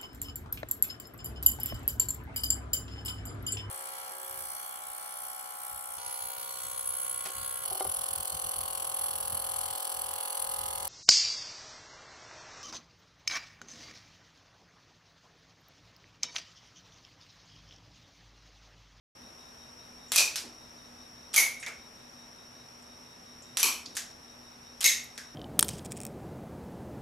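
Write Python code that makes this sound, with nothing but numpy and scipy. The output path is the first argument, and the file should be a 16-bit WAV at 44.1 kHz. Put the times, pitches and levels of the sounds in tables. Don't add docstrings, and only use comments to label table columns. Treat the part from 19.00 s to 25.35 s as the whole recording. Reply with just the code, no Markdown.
import sys
import numpy as np
from scipy import signal
from scipy.fft import rfft, irfft
from scipy.io import wavfile

SR = 44100
rng = np.random.default_rng(int(sys.argv[2]) if len(sys.argv) > 2 else 0)


def boost_factor(decibels):
    exponent = np.asarray(decibels, float) / 20
    return 10 ** exponent


def store_pcm(level_fs):
    pcm = np.round(np.clip(level_fs, -1, 1) * 32767).astype(np.int16)
    wavfile.write(sys.argv[1], SR, np.atleast_2d(pcm).T)


N = 280017


# (time [s], peak [dB], wood pitch [Hz], ring [dB], room [dB])
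CATCH_SNAPS = [
    (1.1182, -11.5, 3320, 7, 0),
    (2.3374, -24, 4470, -9, -19),
    (2.3408, -14, 3170, 5, 1),
    (4.57, -12, 5900, 12, -2),
    (4.5855, -23, 9500, 2, -3),
    (4.597, -16, 9900, 8, -10),
    (4.6011, -19.5, 3070, 4, -1),
    (5.8061, -21.5, 5500, -3, 5.5),
    (5.8102, -18.5, 3190, 18, -8.5),
]


def catch_snaps(tails):
    rows = [(s, db, hz, ring_db, 9400, room_db) for s, db, hz, ring_db, room_db in CATCH_SNAPS]
    return clicks(rows, tails, 0.98, low_breadth=0.077, high_breadth=0.63, flat_db=2, top_hz=12300)


# (time [s], peak [dB], room [dB], crack [dB], thud [dB])
BAND_SLAPS = [
    (1.159, -6, 2.5, 4.5, -8),
    (2.3612, -9, 4, 2, -6),
    (4.629, -8, 0, -9.5, -26),
    (5.8413, -8, 3.5, 10, -14.5),
]
# (frequency [Hz], width [Hz], level [dB])
CARD_MODES = [
    [(2486, 45, 12.5), (4500, 110, 4.5), (5950, 20, 10), (6320, 94, -8), (8100, 310, -14), (9800, 13, -29),
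     (12400, 170, -0.5)],
    [(2186, 28, 19.5), (4230, 170, -11), (5850, 70, -8), (5960, 31, 8.5), (6500, 87, 10), (9200, 31, 3),
     (10050, 62, 9), (12430, 41, 8)],
    [(1044, 240, -8), (2435, 130, -1), (3050, 88, -6), (4350, 14, -4.5), (5780, 63, -2), (6500, 86, -7),
     (7880, 35, -4.5), (11200, 450, -4.5), (13000, 130, -8)],
    [(1900, 20, 9.5), (2127, 20, 19), (2600, 60, 10.5), (3800, 120, 14), (5330, 110, 9), (6450, 95, 20.5),
     (8810, 59, -16), (11500, 300, 7.5), (12900, 55, 6.5)],
]
# (delay [ms], level [dB])
CARD_ECHOES = [(3.9, -5.5), (5.3, -11), (6.4, -13), (17.5, -20)]


def band_slaps(tails):
    out = np.zeros((2, N))
    click = signal.unit_impulse(2000)
    crack = steep(click, 4840, 8100)
    thud = steep(click, 290, 1740)
    for k, (slap, modes) in enumerate(zip(BAND_SLAPS, CARD_MODES)):
        s, level_db, room_db, crack_db, thud_db = slap
        parts = [boost_factor(crack_db) * crack, boost_factor(thud_db) * thud]
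        for hz, width_hz, mode_db in modes:
            damping_hz = 150 + 0.033 * hz * hz / 5000
            parts.append(boost_factor(mode_db) * steep(click, hz, width_hz + damping_hz))
        add(out, blend(parts), s, level_db, room_db, 1.0, tails[-1 - k], CARD_ECHOES)
    return out


# (time [s], peak [dB], ring [dB], edge resonance [Hz], room [dB])
HARD_LANDINGS = [
    (1.357, -15.5, -11, 5100, -6),
    (4.9674, -17, -1.5, 6300, -6),
    (6.1772, -24, 8, 5540, -9),
]


def hard_landings(tails):
    rows = [(s, db, 1710, ring_db, edge_hz, room_db) for s, db, ring_db, edge_hz, room_db in HARD_LANDINGS]
    return clicks(rows, tails, 0.56, low_breadth=0.44, high_breadth=0.52, flat_db=-4, top_hz=14000)


# (time [s], peak [dB])
CARD_KNOCKS = [
    (2.6626, -25),
    (2.6792, -29),
]


def card_knocks(tails):
    rows = [(s, db, 2210, 16.5, 6100, -11.5) for s, db in CARD_KNOCKS]
    return clicks(rows, tails, 0.42, low_breadth=0.16, high_breadth=0.54, flat_db=-4, top_hz=13000)


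# (time [s], peak [dB], pitch [Hz])
TABLE_SKIMS = [
    (4.9515, -33, 4200),
    (4.9565, -32, 6200),
    (6.1525, -49, 7800),
]


def table_skims(tails):
    rows = [(s, db, hz, -1.5, 8500, -9) for s, db, hz in TABLE_SKIMS]
    return clicks(rows, tails, 0.88, low_breadth=.5, high_breadth=0.37, flat_db=-3, top_hz=12000)


# (time [s], peak [dB], pitch [Hz], room [dB])
CORNER_TICKS = [(2.5966, -43, 9000, -12), (2.6007, -39, 8500, -3), (2.627, -34, 1990, -3.5),
                (2.667, -36, 3500, -11.5), (4.8572, -34, 5200, -12), (4.86, -34, 4350, -12),
                (4.8734, -44, 4740, -13)]


def corner_ticks(tails):
    rows = [(s, db, hz, 6, 6640, room_db) for s, db, hz, room_db in CORNER_TICKS]
    return clicks(rows, tails, 0.75, low_breadth=0.39, high_breadth=0.067, flat_db=-16.0, top_hz=10000)


# (time [s], peak [dB], pitch [Hz], ring [dB])
SOFT_THUDS = [
    (1.435, -60.5, 294, 8),
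    (2.665, -48, 610, -4.5),
    (4.635, -55, 316, 20),
    (4.865, -68.5, 237, 18),
    (5.845, -58.5, 393, 12),
]


def soft_thuds(tails):
    rows = [(s, db, hz, ring_db, 2.3 * hz, 6.5) for s, db, hz, ring_db in SOFT_THUDS]
    return clicks(rows, tails, 1.9, low_breadth=0.89, high_breadth=0.72, flat_db=-48, top_hz=3000)


# (time [s], peak [dB], pitch [Hz], ring [dB])
BAND_BRUSHES = [
    (2.33, -37, 3880, 0),
    (6.039, -43.5, 5660, -25),
]


def band_brushes(tails):
    rows = [(s, db, hz, ring_db, 2.12 * hz, -9.5) for s, db, hz, ring_db in BAND_BRUSHES]
    return clicks(rows, tails, 2.5, low_breadth=0.99, high_breadth=0.33, flat_db=-24, top_hz=12900)


# (time [s], peak [dB], pitch [Hz], room [dB])
TRIGGER_CREAKS = [
    (1.082, -53, 6500, 0),
    (3.822, -51, 7400, -16),
    (4.422, -47, 6500, -6),
]


def trigger_creaks(tails):
    rows = [(s, db, hz, -5, 1.14 * hz, room_db) for s, db, hz, room_db in TRIGGER_CREAKS]
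    return clicks(rows, tails, 0.93, low_breadth=0.24, high_breadth=0.15, flat_db=-34, top_hz=13000)


# (first chirp centre [s], period [s], chirps [count])
LONE_CHIRPS = [
    (0.252, .1975, 18),
    (3.912, .1975, 13),
]
# (time [s], left-right difference [dB])
CRICKET_LEAN = [(0, 2.5), (3.74, 2), (3.76, 1.5), (6.35, 2)]


def crickets():
    t = np.arange(N) / SR
    chirp_s = 0.066
    gate = np.zeros(N)
    for first, period, count in LONE_CHIRPS:
        for k in range(round(count)):
            gate += np.exp(-((t - first - period * k) / chirp_s) ** 4)
    chorus = narrow_pair(5620, 220, 0.81) + 0.87 * narrow_pair(5455, 350, 0.78)
    lone = gate * narrow_pair(3774, 140, 0.66)
    lean_db = np.interp(t, *np.transpose(CRICKET_LEAN))
    return (boost_factor(-58) * chorus + boost_factor(-64.5) * lone) * boost_factor([lean_db / 2, -lean_db / 2])


def mains_hum():
    wavering = 0.56 * narrow_pair(243.5, 22, 1.0)
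    wavering = wavering + 0.35 * narrow_pair(125.8, 14.5, 0.9) + .5 * narrow_pair(67.4, 50, 1.05)
    steady = 1.1 * np.sin(2 * np.pi * 240.3 * np.arange(N) / SR)
    return boost_factor(-62.5) * (wavering + steady)


# (frequency [Hz], level [dB per Hz])
HISS_COLOUR = [(30, -14.5), (75, -17), (160, -12), (800, -11.5), (2000, -17.5), (6500, -27), (12100, -30),
               (14000, -28)]
# (frequency [Hz], left-right likeness [0-1])
HISS_WIDTH = [(60, 1.05), (130, 1), (290, 0.51), (640, 0.17), (1400, 0.017), (12000, 0.14)]


def hiss():
    white = rng.standard_normal((2, 2, N))
    return boost_factor(-54.5) * unit(bands(white, lambda hz: boost_factor(at_hz(HISS_COLOUR, hz)), HISS_WIDTH))


# (frequency [Hz], decay by 60 dB [s])
ROOM_DECAY = [(300, 0.6), (790, 0.49), (2090, 0.47), (5510, 0.39), (14600, 0.3)]
# (frequency [Hz], left-right likeness [0-1])
ROOM_WIDTH = [(60, 0.79), (180, 1), (550, 0.99), (1650, 0.78), (4970, 0.86), (15000, 0.6)]


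def room_tails(count, rise_ms, gap, t60_share, lump_db, lump_ms=30):
    t = np.arange(SR // 2) / SR
    white = rng.standard_normal((count, 2, 2, len(t))).transpose(1, 2, 0, 3)
    lumps = np.repeat(rng.standard_normal((count, len(t) // 50)), 50, axis=1)
    lumps = lumps * lump_db * np.exp(-t * 1000 / lump_ms)
    swell = (1 - np.clip(gap, 0, 1) * np.exp(-t * 1000 / rise_ms)) * boost_factor(lumps)

    def decay(hz):
        return boost_factor(-60 * t / (t60_share * at_hz(ROOM_DECAY, hz)))

    tails = bands(white * swell, decay, ROOM_WIDTH)
    return tails.transpose(1, 0, 2) / np.sqrt(SR / 1000)


# (delay [ms], level [dB])
TABLE_ECHOES = [(4.4, -4), (8.7, -11)]


def clicks(rows, tails, scatter_ms, low_breadth, high_breadth, flat_db, top_hz):
    out = np.zeros((2, N))
    dulling = signal.butter(2, min(top_hz, 19000), fs=SR, output="sos")
    click = signal.sosfilt(dulling, signal.unit_impulse(2000))
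    crack = boost_factor(flat_db) * resonance(click, 1600, 10100)
    for k, (s, level_db, low_hz, low_db, high_hz, room_db) in enumerate(rows):
        low = boost_factor(low_db) * steep(click, low_hz, low_breadth * low_hz)
        high = steep(click, high_hz, high_breadth * high_hz)
        colour = blend([low, high, crack])
        add(out, colour, s, level_db, room_db, scatter_ms, tails[k % len(tails)], TABLE_ECHOES)
    return out


def add(out, colour, s, level_db, room_db, scatter_ms, tail, echoes):
    path = boost_factor(room_db) * tail
    for ms, echo_db in [(0, 0.01)] + echoes:
        at = round(ms * (1 + .04 * rng.standard_normal()) * SR / 1000)
        wave = boost_factor(echo_db) * burst(scatter_ms)
        path[:, at:at + wave.shape[1]] += wave
    heard = boost_factor(level_db) * signal.fftconvolve(path, colour[None] / np.max(np.abs(colour)), axes=1)
    at = round((s + .0008) * SR)
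    out[:, at:at + heard.shape[1]] += heard[:, :N - at]


def burst(ms):
    t = np.arange(400) / SR * 1000 / ms
    shared = rng.standard_normal(len(t))
    own = rng.standard_normal((2, len(t)))
    wave = .5 * (shared + .45 * own) * np.sqrt(t) * np.exp(-t)
    wave[:, round(ms * SR / 4000)] -= .4
    energy = np.mean(np.sum(wave ** 2, axis=1))
    return wave / np.sqrt(energy / (ms * SR / 10000))


def blend(parts):
    power = sum(np.abs(rfft(part, 4096)) ** 2 for part in parts)
    cepstrum = irfft(np.log(power + 1e-16) / 2)
    cepstrum[1:2048] *= 2
    cepstrum[2049:] = 0
    return irfft(np.exp(rfft(cepstrum)))[:2000]


def resonance(x, hz, width_hz):
    r = np.exp(-np.pi * width_hz / SR)
    turn = 2 * np.pi * min(hz, 16000) / SR
    return signal.lfilter(np.array([1, 0, -1]) * (1 - r * r) / 2, [1, -2 * r * np.cos(turn), r * r], x)


def steep(x, hz, width_hz):
    return resonance(resonance(x, hz, width_hz), hz, width_hz)


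def stereo(mid, side, alike):
    alike = np.clip(alike, 0, 1)
    centre = np.sqrt(1 + alike) * mid
    spread = np.sqrt(1 - alike) * side
    return np.array([centre + spread, centre - spread])


def narrow_pair(hz, width_hz, alike):
    mid, side = steep(rng.standard_normal((2, N)), hz, width_hz)
    return unit(stereo(mid, side, alike))


def bands(white, gain, likeness):
    out = 0
    edges = 22 * 2 ** np.arange(0, 10, .5)
    for k, (low, high) in enumerate(zip(edges, edges[1:])):
        band = signal.butter(2, [low, high], "band", fs=SR, output="sos")
        mid, side = signal.sosfilt(band, white[k % 2])
        hz = np.sqrt(low * high)
        out = out + gain(hz) * stereo(mid, side, at_hz(likeness, hz))
    return out


def unit(x):
    return x / np.sqrt(np.mean(x ** 2) + 1e-20)


def at_hz(points, hz):
    table_hz, value = np.transpose(points)
    return np.interp(np.log(hz), np.log(table_hz), value)


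def scene():
    open_air = room_tails(count=8, rise_ms=25.0, gap=1.0, t60_share=0.87, lump_db=6.5)
    on_table = room_tails(count=6, rise_ms=4.4, gap=0.3, t60_share=0.82, lump_db=3.0)
    gun = catch_snaps(open_air) + band_slaps(open_air)
    impacts = hard_landings(on_table[3:]) + card_knocks(on_table[1:]) + table_skims(on_table)
    rustles = corner_ticks(on_table) + soft_thuds(on_table) + band_brushes(on_table)
    night = crickets() + mains_hum() + hiss()
    return gun + impacts + rustles + trigger_creaks(on_table) + night


def treble_gate(x):
    quiet_hz, climb_hz, slack_db = 12850, 385, 2.5
    hz, _, frames = signal.stft(x, SR, nperseg=1024)
    treble = np.abs(frames[:, (hz > 11000) & (hz < 12800)]) ** 2
    treble_db = 10 * np.log10(treble.mean(axis=(0, 1)) + 1e-20)
    over_db = np.maximum(treble_db - np.median(treble_db) - slack_db, 0)
    open_bins = hz[:, None] < quiet_hz + climb_hz * np.sqrt(over_db)
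    return signal.istft(frames * open_bins, SR, nperseg=1024)[1][:, :N]


def band_limit(x):
    return signal.sosfilt(signal.butter(12, 16290, fs=SR, output="sos"), x)


def record(dry):
    start_s, fade_s = 0.15, 0.0032
    gate = np.clip((np.arange(N) / SR - start_s) / fade_s, 0, 1)
    mix = treble_gate(dry * gate)
    return band_limit(mix)


dry = scene()
out = record(dry)
store_pcm(out)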